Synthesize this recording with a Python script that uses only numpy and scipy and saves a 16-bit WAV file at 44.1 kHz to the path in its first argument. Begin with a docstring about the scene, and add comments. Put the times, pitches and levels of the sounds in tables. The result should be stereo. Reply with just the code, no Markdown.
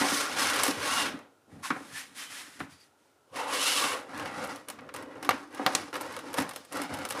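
"""A cardboard box, in gloved hands, slides off a clear plastic tray, is pushed away over a table and put down.
The hands then drag the tray round and work at its rim: cotton rubs, creases tick, press studs pop open.
Slides and rubs are fibres catching and letting go; sliding edges squeak; blows ring the table.
Small room, microphone just above the table."""
import sys
import numpy as np
from scipy import signal
from scipy.fft import rfft, irfft, next_fast_len
from scipy.io import wavfile
from scipy.ndimage import map_coordinates

SR = 44100
rng = np.random.default_rng(int(sys.argv[2]) if len(sys.argv) > 2 else 0)


def to_wav(sig):
    """Store sig (one row per channel, or 1-D mono) as 16-bit WAV at the path in sys.argv[1].

    Samples outside -1..1 are clipped; the rate is SR.
    """
    pcm = np.clip(np.atleast_2d(sig), -1, 1) * 32767
    pcm = np.round(pcm).astype(np.int16)
    wavfile.write(sys.argv[1], SR, pcm.T)  # frames by channels


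N = 317508
TIME = np.arange(N) / SR
HIT_TIME = TIME[:SR // 5]


def from_db(db):
    """Decibels to gain."""
    return 10 ** (np.asarray(db) / 20)


def unit_rms(x):
    """Scale to rms 1."""
    return x / np.sqrt(np.mean(x ** 2) + 1e-20)


def at_hz(points, hz):
    """Read a table on a log-frequency axis."""
    known_hz, values = np.transpose(points)
    return np.interp(np.log(np.maximum(hz, 1)), np.log(known_hz), values)


def band(x, low_hz, high_hz, order=2):
    """Causal band-pass."""
    return signal.sosfilt(signal.butter(order, [low_hz, high_hz], "band", fs=SR, output="sos"), x)


def resonance(x, hz, width_hz):
    """Resonator, unity gain at its peak."""
    return signal.lfilter(*signal.iirpeak(hz, hz / width_hz, fs=SR), x)


def coloured(x, spectrum):
    """Filter by a gain curve."""
    size = next_fast_len(N)
    gain = from_db(at_hz(spectrum, np.fft.rfftfreq(size, 1 / SR)))
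    return irfft(rfft(x, size) * gain, size)[..., :N]


def drift(per_s):
    """Unit Gaussian steps, linearly joined."""
    steps = rng.standard_normal(N // 40)
    return np.interp(TIME * per_s, np.arange(len(steps)), steps)


def add(track, start_s, sound):
    """Mix a sound in at a time."""
    span = track[int(start_s * SR):][:len(sound)]
    span += sound[:len(span)]


def panned(x, left_db):
    """Mono to stereo, left louder by left_db."""
    return x * from_db([[left_db / 2], [-left_db / 2]])


def burst(low_hz, high_hz, t60_s, order=2):
    """Fast-rising, decaying noise with the energy of 20 ms at rms 1."""
    envelope = (1 - np.exp(-HIT_TIME / .0002)) * from_db(-60 * HIT_TIME / t60_s)
    noise = rng.standard_normal(len(HIT_TIME))
    return unit_rms(band(noise * envelope, low_hz, high_hz, order)) / np.sqrt(10)


def slide_controls(curve, coast_db_per_s=297.5):
    """Effort and brightness [dB] of one unbroken slide; effort fades outside the move."""
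    times_s, effort_db, bright_db = np.transpose(curve)
    outside_s = np.abs(TIME - np.clip(TIME, times_s[0], times_s[-1]))
    effort_db = np.interp(TIME, times_s, effort_db) - coast_db_per_s * outside_s
    return effort_db, np.interp(TIME, times_s, bright_db)


def stroke_controls(strokes, release_db_per_s):
    """Joint effort and brightness [dB] of strokes that rise, hold and release."""
    power, brightness = 1e-30, 0
    for start_s, rise_s, hold_s, effort_db, bright_db in strokes:
        t = TIME - start_s
        release_db = release_db_per_s * np.maximum(t - rise_s - hold_s, 0)
        stroke_power = (np.clip(t / rise_s, 0, 1) * from_db(effort_db - release_db)) ** 2
        power += stroke_power
        brightness += stroke_power * bright_db
    return 10 * np.log10(power), brightness / power


def friction(effort_db, bright_db, colour, drum_db, rasp_db, hiss_db, drum_slope, hiss_slope,
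             thinning, grains_per_s, spread_db, judder_db):
    """Fibres catch and let go; the contact judders; the sheet drums, rasps, hisses, brighter with effort."""
    sizes = from_db(spread_db * np.minimum(rng.exponential(1, N), 4))
    catches = (rng.random(N) < grains_per_s / SR) * sizes * rng.standard_normal(N)
    sheet = coloured(catches, colour)
    judder = from_db(judder_db * (drift(68) + drift(170)) / 2)
    push_db = effort_db + 39   # relative to a firm push
    registers = [(25, 600, drum_db + drum_slope * push_db - thinning * bright_db),
                 (600, 3500, rasp_db + push_db),
                 (3500, 18000, hiss_db + hiss_slope * push_db + bright_db)]
    return judder * sum(unit_rms(band(sheet, low_hz, high_hz, order=3)) * from_db(db)
                        for low_hz, high_hz, db in registers)


def moving_echo(x, delay_s, wander, per_s, echo_db):
    """A second, changing path from the moving contact shifts its colour; overall level kept."""
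    lag = SR * delay_s * np.exp(wander * drift(per_s))
    echo = map_coordinates(x, [np.arange(N) - lag], order=3)
    return unit_rms(x + from_db(echo_db) * echo) * np.std(x)


def shell(x, modes, ring_db):
    """A thin shell adds narrow resonances; overall level kept."""
    rings = sum(from_db(db + ring_db) * resonance(x, hz, width_hz) for hz, width_hz, db in modes)
    return unit_rms(x + rings) * np.std(x)


def card_slips(effort_db, per_s=45, gain_db=-12.5, spread_db=5.5, tray_clear_s=.72):
    """Card sticks on the tray and jerks free in short, uneven rasps until it is clear."""
    out = np.zeros(N)
    times_s = np.cumsum(rng.uniform(.3, 1.7, 400)) / per_s
    sizes_db = spread_db * rng.uniform(-1, 1, 400)
    for time_s, size_db in zip(times_s, sizes_db):
        if time_s < tray_clear_s:
            gain = from_db(effort_db[int(time_s * SR)] + gain_db + size_db)
            add(out, time_s, gain * burst(800, 6500, t60_s=0.015))
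    return out


# pull on the box: (time [s], effort [dB], brightness [dB])
BOX_PULL = [(0.0, -26, -3), (0.03, -31, -4), (0.17, -32.5, 3), (0.21, -31.5, 0), (0.265, -37, -4.5),
            (0.355, -35.5, -7), (0.392, -27.5, -1.5), (0.46, -30.5, -2.5), (0.592, -29, -6.5),
            (0.664, -35.5, 4), (0.766, -38.5, -7), (0.858, -32, -3.5), (0.94, -31, -0.5), (1.004, -30, -2),
            (1.074, -32, -8), (1.15, -49.5, -9), (1.284, -68.5, -11.5), (1.42, -99, -6)]
# card on plastic: (frequency [Hz], gain [dB])
BOX_PULL_COLOUR = [(40, -37), (100, -7.5), (190, -8.5), (300, -1.5), (600, -1), (1300, 5), (2000, -2.5),
                   (3200, -3), (6000, -5), (7300, -9.5), (10000, -6.5), (12500, -16.5), (15000, -43.5),
                   (16000, -37.5)]
# box walls: (frequency [Hz], width [Hz], gain [dB])
BOX_MODES = [(417, 40, 0), (484, 45, -0.5), (1116, 50, 1), (1450, 65, -16), (1630, 34, 2), (1940, 33, -0.5),
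             (2170, 48, 8), (2730, 35, -5)]
def box_slide():
    """The box scrapes off the tray in one pull; its walls ring."""
    effort_db, bright_db = slide_controls(BOX_PULL)
    scrape = friction(effort_db, bright_db, BOX_PULL_COLOUR, drum_db=-48, rasp_db=-41, hiss_db=-41.5,
                      drum_slope=0.71, hiss_slope=1.076, thinning=0.58,
                      grains_per_s=14000, spread_db=-1.5, judder_db=2)
    scrape += card_slips(effort_db)
    scrape = moving_echo(scrape, delay_s=.0016, wander=0.247, per_s=4.98, echo_db=-10)
    return shell(scrape, BOX_MODES, ring_db=-3)


# room air: (frequency [Hz], gain [dB])
AIR_COLOUR = [(25, -29.5), (100, 10), (180, 1.5), (300, 11.5), (550, 7.5), (900, 6), (1200, 1),
              (1380, 10.5), (1550, -1), (2100, -5.5), (5000, -8.5), (10000, -10.5), (15000, -18.5),
              (16000, -31)]
def room_air(level_db=-64):
    """Quiet steady noise, mostly unlike in left and right."""
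    noise = rng.standard_normal(N) + 3.3 * rng.standard_normal((2, N))
    return from_db(level_db) * unit_rms(coloured(noise, AIR_COLOUR))


# blows on the table: (time [s], thud [dB], hardness [dB/octave], clack [dB], clack width [octaves])
TABLE_BLOWS = [(0.011, -30, -1, -45, 1.4), (0.019, -38, 3, -32, 1.5), (0.039, -31, 10, -48, 1),
               (0.119, -35, -3.5, -45, 1), (0.385, -45, 7, -42, 2.4), (0.682, -31, -1, -40, 1),
               (1.137, -41, -11, -65.5, 1), (1.561, -51, -6, -77, 1), (1.7038, -33.5, -4, -27, 0.8),
               (1.762, -44, 10, -46, 0.98), (1.805, -46, 5, -61, 0.92), (2.6032, -41, 1.5, -38.5, 1.1),
               (2.609, -55, -17, -47, 1.5), (3.358, -42, 11, -47, 1.6), (3.84, -38, 4.5, -34, 1),
               (5.595, -31.5, 9, -46, 0.89), (5.669, -29.5, 14, -35, 1.1), (6.384, -33, -14, -47, 0.7),
               (6.403, -34, 3, -56, 1.2), (6.74, -43.5, 1, -62, 1), (6.797, -38, 3, -43, 1),
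               (6.908, -47, 2, -58, 1)]
# modes a blow rings: (frequency [Hz], gain [dB], t60 [s])
TABLE_MODES = [(163, -10, 0.065), (215, -4.5, 0.044), (283, 2, 0.045), (401, -4, 0.077), (527, -4.5, 0.046),
               (757, -11.5, 0.14), (1057, -20, 0.044)]
def table_knocks(clack_hz=1334, edge_db=-9.5):
    """A blow gives a hollow thud, higher for harder contact, a wall clack and a brief bright edge."""
    out, t = np.zeros(N), HIT_TIME
    for time_s, thud_db, hardness, clack_db, clack_octaves in TABLE_BLOWS:
        ring = 0
        for k, (hz, db, t60_s) in enumerate(TABLE_MODES):
            envelope = from_db(db + hardness * np.log2(hz) - 60 * t / t60_s)
            ring += (-1) ** k * envelope * np.sin(2 * np.pi * hz * t)
        thud = unit_rms(band(ring, 112, 2500)) / np.sqrt(10)
        reach = 2 ** (clack_octaves / 2)
        clack = burst(clack_hz / reach, clack_hz * reach, t60_s=0.04, order=3)
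        edge = from_db(edge_db) * burst(800, 2550, t60_s=0.017)
        add(out, time_s, from_db(thud_db) * thud + from_db(clack_db) * (clack + edge))
    return out


# singing edges: (start [s], end [s], pitch [Hz], width [Hz], level [dB])
SQUEAKS = [(0.09, 0.316, 1410, 130, -40), (0.37, 0.66, 1460, 199, -43.5), (0.83, 1.07, 1112, 45, -39),
           (0.848, 1.08, 1400, 50, -40.5), (0.87, 1.08, 2740, 150, -36.5), (1.623, 1.679, 1160, 260, -41),
           (1.933, 2.018, 1770, 90, -46), (2.153, 2.48, 3100, 203, -55), (2.69, 2.858, 4680, 220, -64.5),
           (3.336, 3.54, 936, 200, -39.5), (3.599, 3.903, 2750, 160, -47), (3.743, 3.92, 1106, 110, -40.5)]
def edge_squeaks(pitch_wander=0.0126, flicker_db=3.5):
    """A sliding edge rings one narrow resonance; changing grip wavers its pitch and level."""
    out = np.zeros(N)
    for start_s, end_s, hz, width_hz, db in SQUEAKS:
        length = int((end_s - start_s) * SR)
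        ring = unit_rms(band(rng.standard_normal(SR), hz - width_hz / 2, hz + width_hz / 2))
        speed = 1 + pitch_wander * drift(20)[:length]
        wavering = np.interp(np.cumsum(speed), np.arange(SR), ring)
        grip = from_db(flicker_db * drift(54)[:length])
        add(out, start_s, from_db(db) * unit_rms(grip * wavering) * signal.windows.tukey(length, .5))
    return out


# crease flips: (time [s], level [dB], brightness [dB])
CREASES = [(0.4163, -45, -3), (0.4986, -45.5, 4.5), (0.5374, -51.5, 5), (0.5626, -46.5, 5), (0.597, -43, 1),
           (0.634, -36, 7.5), (0.6371, -41.5, -1), (0.6405, -55, -1.5), (0.6526, -40.5, 1),
           (0.6631, -42, -0.5), (0.6662, -45, 3), (0.6783, -43, 3.5), (0.6802, -45, 3), (0.7083, -47, 2),
           (1.19, -64, -2.5), (4.1768, -53.5, -1), (4.1964, -51.5, -5.5), (4.203, -59, -4),
           (4.257, -52, -5), (4.44, -53, 1), (4.448, -57.5, 3.5), (4.473, -61.5, 6.5), (4.5593, -54.5, 1),
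           (4.685, -50, 4.5), (4.7, -48.5, 3.5), (4.788, -68, -12.5), (4.89, -65, -11.5),
           (4.94, -53.5, 3.5), (4.9469, -54.5, -2.5), (4.962, -51.5, 3), (5.0248, -62.5, 4),
           (5.157, -77, -17.5), (5.2274, -51, 0), (5.248, -49.5, -1), (5.3066, -44, -7), (5.547, -58, 3.5),
           (5.9289, -55.5, -7.5), (5.9413, -50.5, -1), (5.9546, -46, -4.5), (5.965, -59, 8),
           (6.0096, -52, 5), (6.0158, -55, 7), (6.1243, -61, 4), (6.165, -49, -1.5), (6.19, -52.5, -0.5),
           (6.331, -57, 4), (6.341, -45, 1), (6.373, -52, 3), (6.3795, -47, -2), (6.384, -39, -2),
           (6.391, -49, 2), (6.401, -48, 3.5), (6.409, -53, 1.5), (6.421, -48.5, 1), (6.4919, -51.5, 4),
           (6.5103, -54, -2.5), (6.5347, -58, 1), (6.5604, -48, 3), (6.649, -63, 3.5), (6.7235, -52.5, 3.5),
           (6.7297, -55.5, 6), (6.7547, -61, 6), (6.7698, -50, 2), (6.817, -46, 2.5), (6.835, -58.5, 5.5),
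           (6.939, -50, 2.5), (6.9445, -53, 2), (6.9877, -53.5, -0.5), (7.051, -45, 1.5), (7.0883, -51, 5),
           (7.101, -53, 7), (7.1061, -43, 3), (7.1226, -48.5, 2), (7.175, -55, -5), (7.1945, -53.5, -1)]
# body, crack and top of a tick: (low [Hz], high [Hz])
TICK_BANDS = [(420, 1650), (2400, 6300), (7600, 12000)]
def crease_ticks(spread_octaves=.25):
    """Thin plastic flips: a brief crack over a longer body whose pitch varies by crease."""
    out = np.zeros(N)
    body_hz, crack_hz, top_hz = np.array(TICK_BANDS)
    shifts = 2 ** (spread_octaves * rng.uniform(-1, 1, len(CREASES)))
    for (time_s, db, bright_db), shift in zip(CREASES, shifts):
        body = from_db(7.3 - bright_db) * burst(*body_hz * shift, t60_s=0.042)
        crack = from_db(.6) * burst(*crack_hz, t60_s=0.02, order=3)
        top = from_db(.8 + bright_db) * burst(*top_hz, t60_s=0.02, order=3)
        add(out, time_s, from_db(db) * (body + crack + top))
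    return out


# tray shell: (frequency [Hz], width [Hz], gain [dB])
TRAY_MODES = [(514, 36, 5.5), (1093, 390, -8.5), (2183, 50, -0.5), (2715, 46, 4), (2930, 37, 7),
              (3940, 31, -14)]
def tray_ring(x, ring_db):
    """The hollow tray rings when rubbed or creased."""
    return shell(x, TRAY_MODES, ring_db)


# hands land and press: (time [s], level [dB])
PALM_THUMPS = [(0.767, -44), (1.522, -47), (1.559, -48), (1.76, -52), (1.92, -52), (2.609, -43.5),
               (2.716, -54.5), (3.308, -57), (3.84, -65), (5.296, -43), (6.387, -44), (6.909, -42),
               (6.996, -48)]
def palm_thumps():
    """A gloved hand is too soft to click: only a low push."""
    out = np.zeros(N)
    for time_s, db in PALM_THUMPS:
        add(out, time_s, from_db(db) * burst(83, 169, t60_s=0.047, order=4))
    return out


# shoves: (start [s], rise [s], hold [s], effort [dB], brightness [dB])
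BOX_SHOVES = [(1.47, 0.054, 0.094, -55.5, -7.5), (1.622, 0.027, 0.011, -37.5, 1),
              (1.73, 0.035, 0.21, -48, -4.5), (1.9, 0.064, 0.033, -40, 1), (2.04, 0.033, 0.077, -54.5, -3),
              (2.14, 0.037, 0.064, -41.5, 0.5), (2.26, 0.067, 0.083, -42, 0), (2.44, 0.019, 0.11, -51, -1),
              (2.59, 0.002, 0.0073, -42.5, -5.5), (2.68, 0.024, .02, -57.5, 5),
              (2.76, 0.042, 0.039, -67, 8.5), (2.96, 0.029, 0.11, -74, 5)]
# card on table: (frequency [Hz], gain [dB])
BOX_SHOVE_COLOUR = [(40, -15), (100, 7.5), (300, 9), (600, 6), (880, 10.5), (1080, 14.5), (1750, 18.5),
                    (3000, -1.5), (4500, -8.5), (7500, -11), (10000, -9), (12500, -19), (15000, -42),
                    (16000, -33)]
def box_shoves():
    """The box scrapes away over the table in short pushes."""
    effort_db, bright_db = stroke_controls(BOX_SHOVES, release_db_per_s=211)
    return friction(effort_db, bright_db, BOX_SHOVE_COLOUR, drum_db=-58.5, rasp_db=-44.5, hiss_db=-41,
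                    drum_slope=0.52, hiss_slope=1.115, thinning=1.66,
                    grains_per_s=21000, spread_db=-0.5, judder_db=1.2)


# pull on the tray: (time [s], effort [dB], brightness [dB])
TRAY_DRAG = [(3.29, -77, 2), (3.345, -45, -9), (3.362, -33, -6.5), (3.46, -38.5, -10), (3.546, -29.5, -3),
             (3.592, -33, -1), (3.626, -30, 2), (3.724, -30.5, 2), (3.812, -30.5, 0.5), (3.94, -32, -8),
             (4.06, -54, -9)]
# plastic on table: (frequency [Hz], gain [dB])
TRAY_DRAG_COLOUR = [(40, -60), (100, -10), (200, -15.5), (300, -0.5), (650, -2.5), (1050, 13), (2000, 7.5),
                    (3000, -0.5), (5500, -6.5), (7200, -9), (10500, -7.5), (12500, -19), (15000, -39),
                    (16000, -40)]
def tray_drag():
    """The tray scrapes round in one move."""
    effort_db, bright_db = slide_controls(TRAY_DRAG)
    scrape = friction(effort_db, bright_db, TRAY_DRAG_COLOUR, drum_db=-46, rasp_db=-42, hiss_db=-40,
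                      drum_slope=0.64, hiss_slope=1.054, thinning=0.49,
                      grains_per_s=15000, spread_db=0.4, judder_db=2)
    return moving_echo(scrape, delay_s=0.001303, wander=0.274, per_s=7, echo_db=-8.5)


# rubs on the rim: (start [s], rise [s], hold [s], effort [dB], brightness [dB])
RIM_RUBS = [(4.05, 0.13, 0.1, -38.5, -1.5), (4.31, 0.031, 0.11, -39, 0.5), (4.47, 0.025, 0.045, -43.5, 3.5),
            (4.67, 0.009, 0.043, -49.5, -1), (4.77, 0.017, 0.082, -54.5, -9),
            (4.98, 0.018, 0.028, -48.5, -5), (5.065, 0.033, 0.15, -52, -5.5),
            (4.93, 0.018, 0.029, -45.5, 0.5), (5.222, 0.006, 0.008, -42.5, 2.5),
            (5.31, 0.01, 0.04, -46.5, 3.5), (5.38, 0.023, .01, -51, 3), (5.49, 0.079, 0.1, -41.5, -0.5),
            (5.665, 0.015, 0.1, -38.5, 4.5), (5.79, 0.016, 0.028, -46.5, 5.5), (5.925, 0.013, 0.01, -40, 1),
            (5.99, 0.018, 0.15, -43, 3), (6.23, 0.028, 0.12, -44.5, 1.5), (6.355, 0.022, 0.029, -35, 2.5),
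            (6.45, 0.061, 0.059, -54.5, 11), (6.6, 0.039, 0.091, -62.5, 9.5),
            (6.705, 0.042, 0.094, -37.5, 2.5), (6.88, 0.017, 0.13, -40.5, 0),
            (7.08, 0.097, .02, -37.5, 1.5)]
# cotton on plastic: (frequency [Hz], gain [dB])
GLOVE_COLOUR = [(40, -71), (100, 1), (200, 0), (300, 7), (650, -3.5), (1000, -0.5), (1900, -6.5),
                (3000, -18.5), (5000, -21), (7500, -27), (10500, -27), (12500, -38), (15000, -67),
                (16000, -60)]
def glove_rubs():
    """Cotton rubs along the rim and crinkles the plastic."""
    effort_db, bright_db = stroke_controls(RIM_RUBS, release_db_per_s=173)
    rub = friction(effort_db, bright_db, GLOVE_COLOUR, drum_db=-43, rasp_db=-40.5, hiss_db=-52,
                   drum_slope=0.64, hiss_slope=0.88, thinning=0.37,
                   grains_per_s=9500, spread_db=1.5, judder_db=2.5)
    return moving_echo(rub, delay_s=0.002017, wander=.3, per_s=6, echo_db=-6) + crinkle(effort_db)


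def crinkle(effort_db, per_s=30, gain_db=-22, spread_db=3, fade_s=.0013):
    """Tiny creases flip at random; level follows effort."""
    sizes = from_db(spread_db * np.minimum(rng.exponential(1, N), 3))
    flips = (rng.random(N) < per_s / SR) * sizes
    envelope = signal.lfilter([1], [1, -np.exp(-1 / (fade_s * SR))], flips + 1e-18)
    crackle = band(envelope * rng.standard_normal(N), 1200, 11100, order=4)
    return unit_rms(crackle) * from_db(effort_db + gain_db)


# studs: (time [s], panel pitch [Hz], panel [dB], thinness [dB/octave],
#         crack low [Hz], crack high [Hz], crack [dB], snap [dB])
STUDS = [(5.2913, 1182, -5.5, 1, 1320, 4800, -31.5, -37.5),
         (5.6632, 1180, -10.5, -2, 1380, 4450, -26.5, -40),
         (5.7503, 1150, -20.5, -4.5, 1760, 9150, -25.5, -51)]
# popped panel: (pitch ratio, gain [dB], t60 [s])
PANEL_MODES = [(.15, -21.5, 0.026), (.29, -22, 0.02), (.44, -18.5, 0.045), (.65, -10, 0.039),
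               (.82, -10, 0.026), (1, -1, 0.02), (1.7, -10, 0.0089)]
def stud_pops(flex_s=0.00016):
    """A stud cracks out of its socket; the panel flexes and rings, thinner nearer the rim."""
    out, t = np.zeros(N), HIT_TIME
    for time_s, panel_hz, panel_db, thinness, low_hz, high_hz, crack_db, snap_db in STUDS:
        ring = 0
        for ratio, db, t60_s in PANEL_MODES:
            envelope = from_db(db + thinness * np.log2(ratio) - 60 * t / t60_s)
            ring += envelope * np.sin(2 * np.pi * ratio * panel_hz * t)
        panel = from_db(panel_db) * band(ring * (1 - np.exp(-t / flex_s)), 134, 6000)
        crack = from_db(crack_db) * burst(low_hz, high_hz, t60_s=0.02, order=3)
        snap = from_db(snap_db) * burst(6540, 14100, t60_s=0.017)
        add(out, time_s, panel + crack + snap)
    return out


def lingering(power, t60_s):
    """Stored sound energy leaks away."""
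    keep = from_db(-120 / (t60_s * SR))
    return signal.lfilter([0, 1 - keep], [1, -keep], power)


# reverberant energy: (frequency [Hz], level [dB])
ROOM_WET = [(100, -3.5), (290, -2.5), (480, -2), (1000, -4), (4000, -4), (12000, -7)]
# late decay: (frequency [Hz], t60 [s])
ROOM_T60 = [(100, 0.22), (290, 0.25), (520, 0.27), (1000, 0.43), (4000, 0.22), (12000, 0.15)]
# tail likeness: (frequency [Hz], left-right correlation)
ROOM_LIKENESS = [(40, -0.31), (250, 0.9), (1000, 0.49), (4000, 0.51), (9000, 0.3), (14000, 0.38)]
# peaks and dips of the table's corner: (frequency [Hz], width [Hz], gain [dB])
CORNER_MODES = [(127, 44, -4.5), (172.5, 280, -1), (279, 34.4, 8), (388, 226, -4.5), (518, 160, -1),
                (663, 62, -5.5), (774, 12, 3.5), (1134, 17, -11), (1430, 15, -1), (1910, 53, 3.5),
                (2810, 200, 0), (5235, 70, 4.5)]
def room(x, flutter_hz=279.4, flutter_db=-16.5, early_t60_s=0.027):
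    """Diffuse tail per band, flutter between table and near wall, corner resonances."""
    out = x.copy()
    noise = rng.standard_normal((2, 2, N))
    edges_hz = np.geomspace(40, 16000, 14)
    for k, (low_hz, high_hz) in enumerate(zip(edges_hz, edges_hz[1:])):
        hz = np.sqrt(low_hz * high_hz)
        power = band(x, low_hz, high_hz, order=3) ** 2
        stored = (lingering(power, early_t60_s) + lingering(power, at_hz(ROOM_T60, hz))) / 2
        stored = np.pad(stored, ((0, 0), (SR // 300, 0)))[:, :N]   # first-reflection delay
        mid, side = band(noise[k % 2], low_hz, high_hz, order=3)
        alike = at_hz(ROOM_LIKENESS, hz)
        diffuse = unit_rms(np.sqrt(1 + alike) * mid + np.sqrt(1 - alike) * side * [[1], [-1]])
        out += from_db(at_hz(ROOM_WET, hz)) * np.sqrt(stored) * diffuse
    lag = int(SR / flutter_hz)
    for bounce in (1, 2):
        out[:, bounce * lag:] += from_db(flutter_db * bounce) * x[:, :-bounce * lag]
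    for hz, width_hz, db in CORNER_MODES:
        out += (from_db(db) - 1) * resonance(out, hz, width_hz)
    return out


def scene():
    """Box, then tray, in the room over its quiet air."""
    box = panned(box_slide(), left_db=-0.5) + panned(box_shoves(), left_db=2)
    drag = tray_ring(tray_drag(), ring_db=4)
    handling = tray_ring(glove_rubs() + crease_ticks(), ring_db=-0.5)
    squeaks = edge_squeaks()
    studs = panned(stud_pops(), left_db=0.2)
    bumps = panned(table_knocks() + palm_thumps(), left_db=1.5)
    direct_share = 0.33   # studs face the microphone and partly bypass the room
    sources = box + bumps + squeaks + drag + handling + (1 - direct_share) * studs
    return room_air() + room(sources) + direct_share * studs


def record(dry, low_cut_hz=46, high_cut_hz=15400):
    """The microphone thins the deepest bass; the top is cut steeply."""
    thinned = signal.sosfilt(signal.butter(1, low_cut_hz, "high", fs=SR, output="sos"), dry)
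    return signal.sosfilt(signal.ellip(10, .1, 80, high_cut_hz, fs=SR, output="sos"), thinned)


dry = scene()
out = record(dry)
to_wav(out)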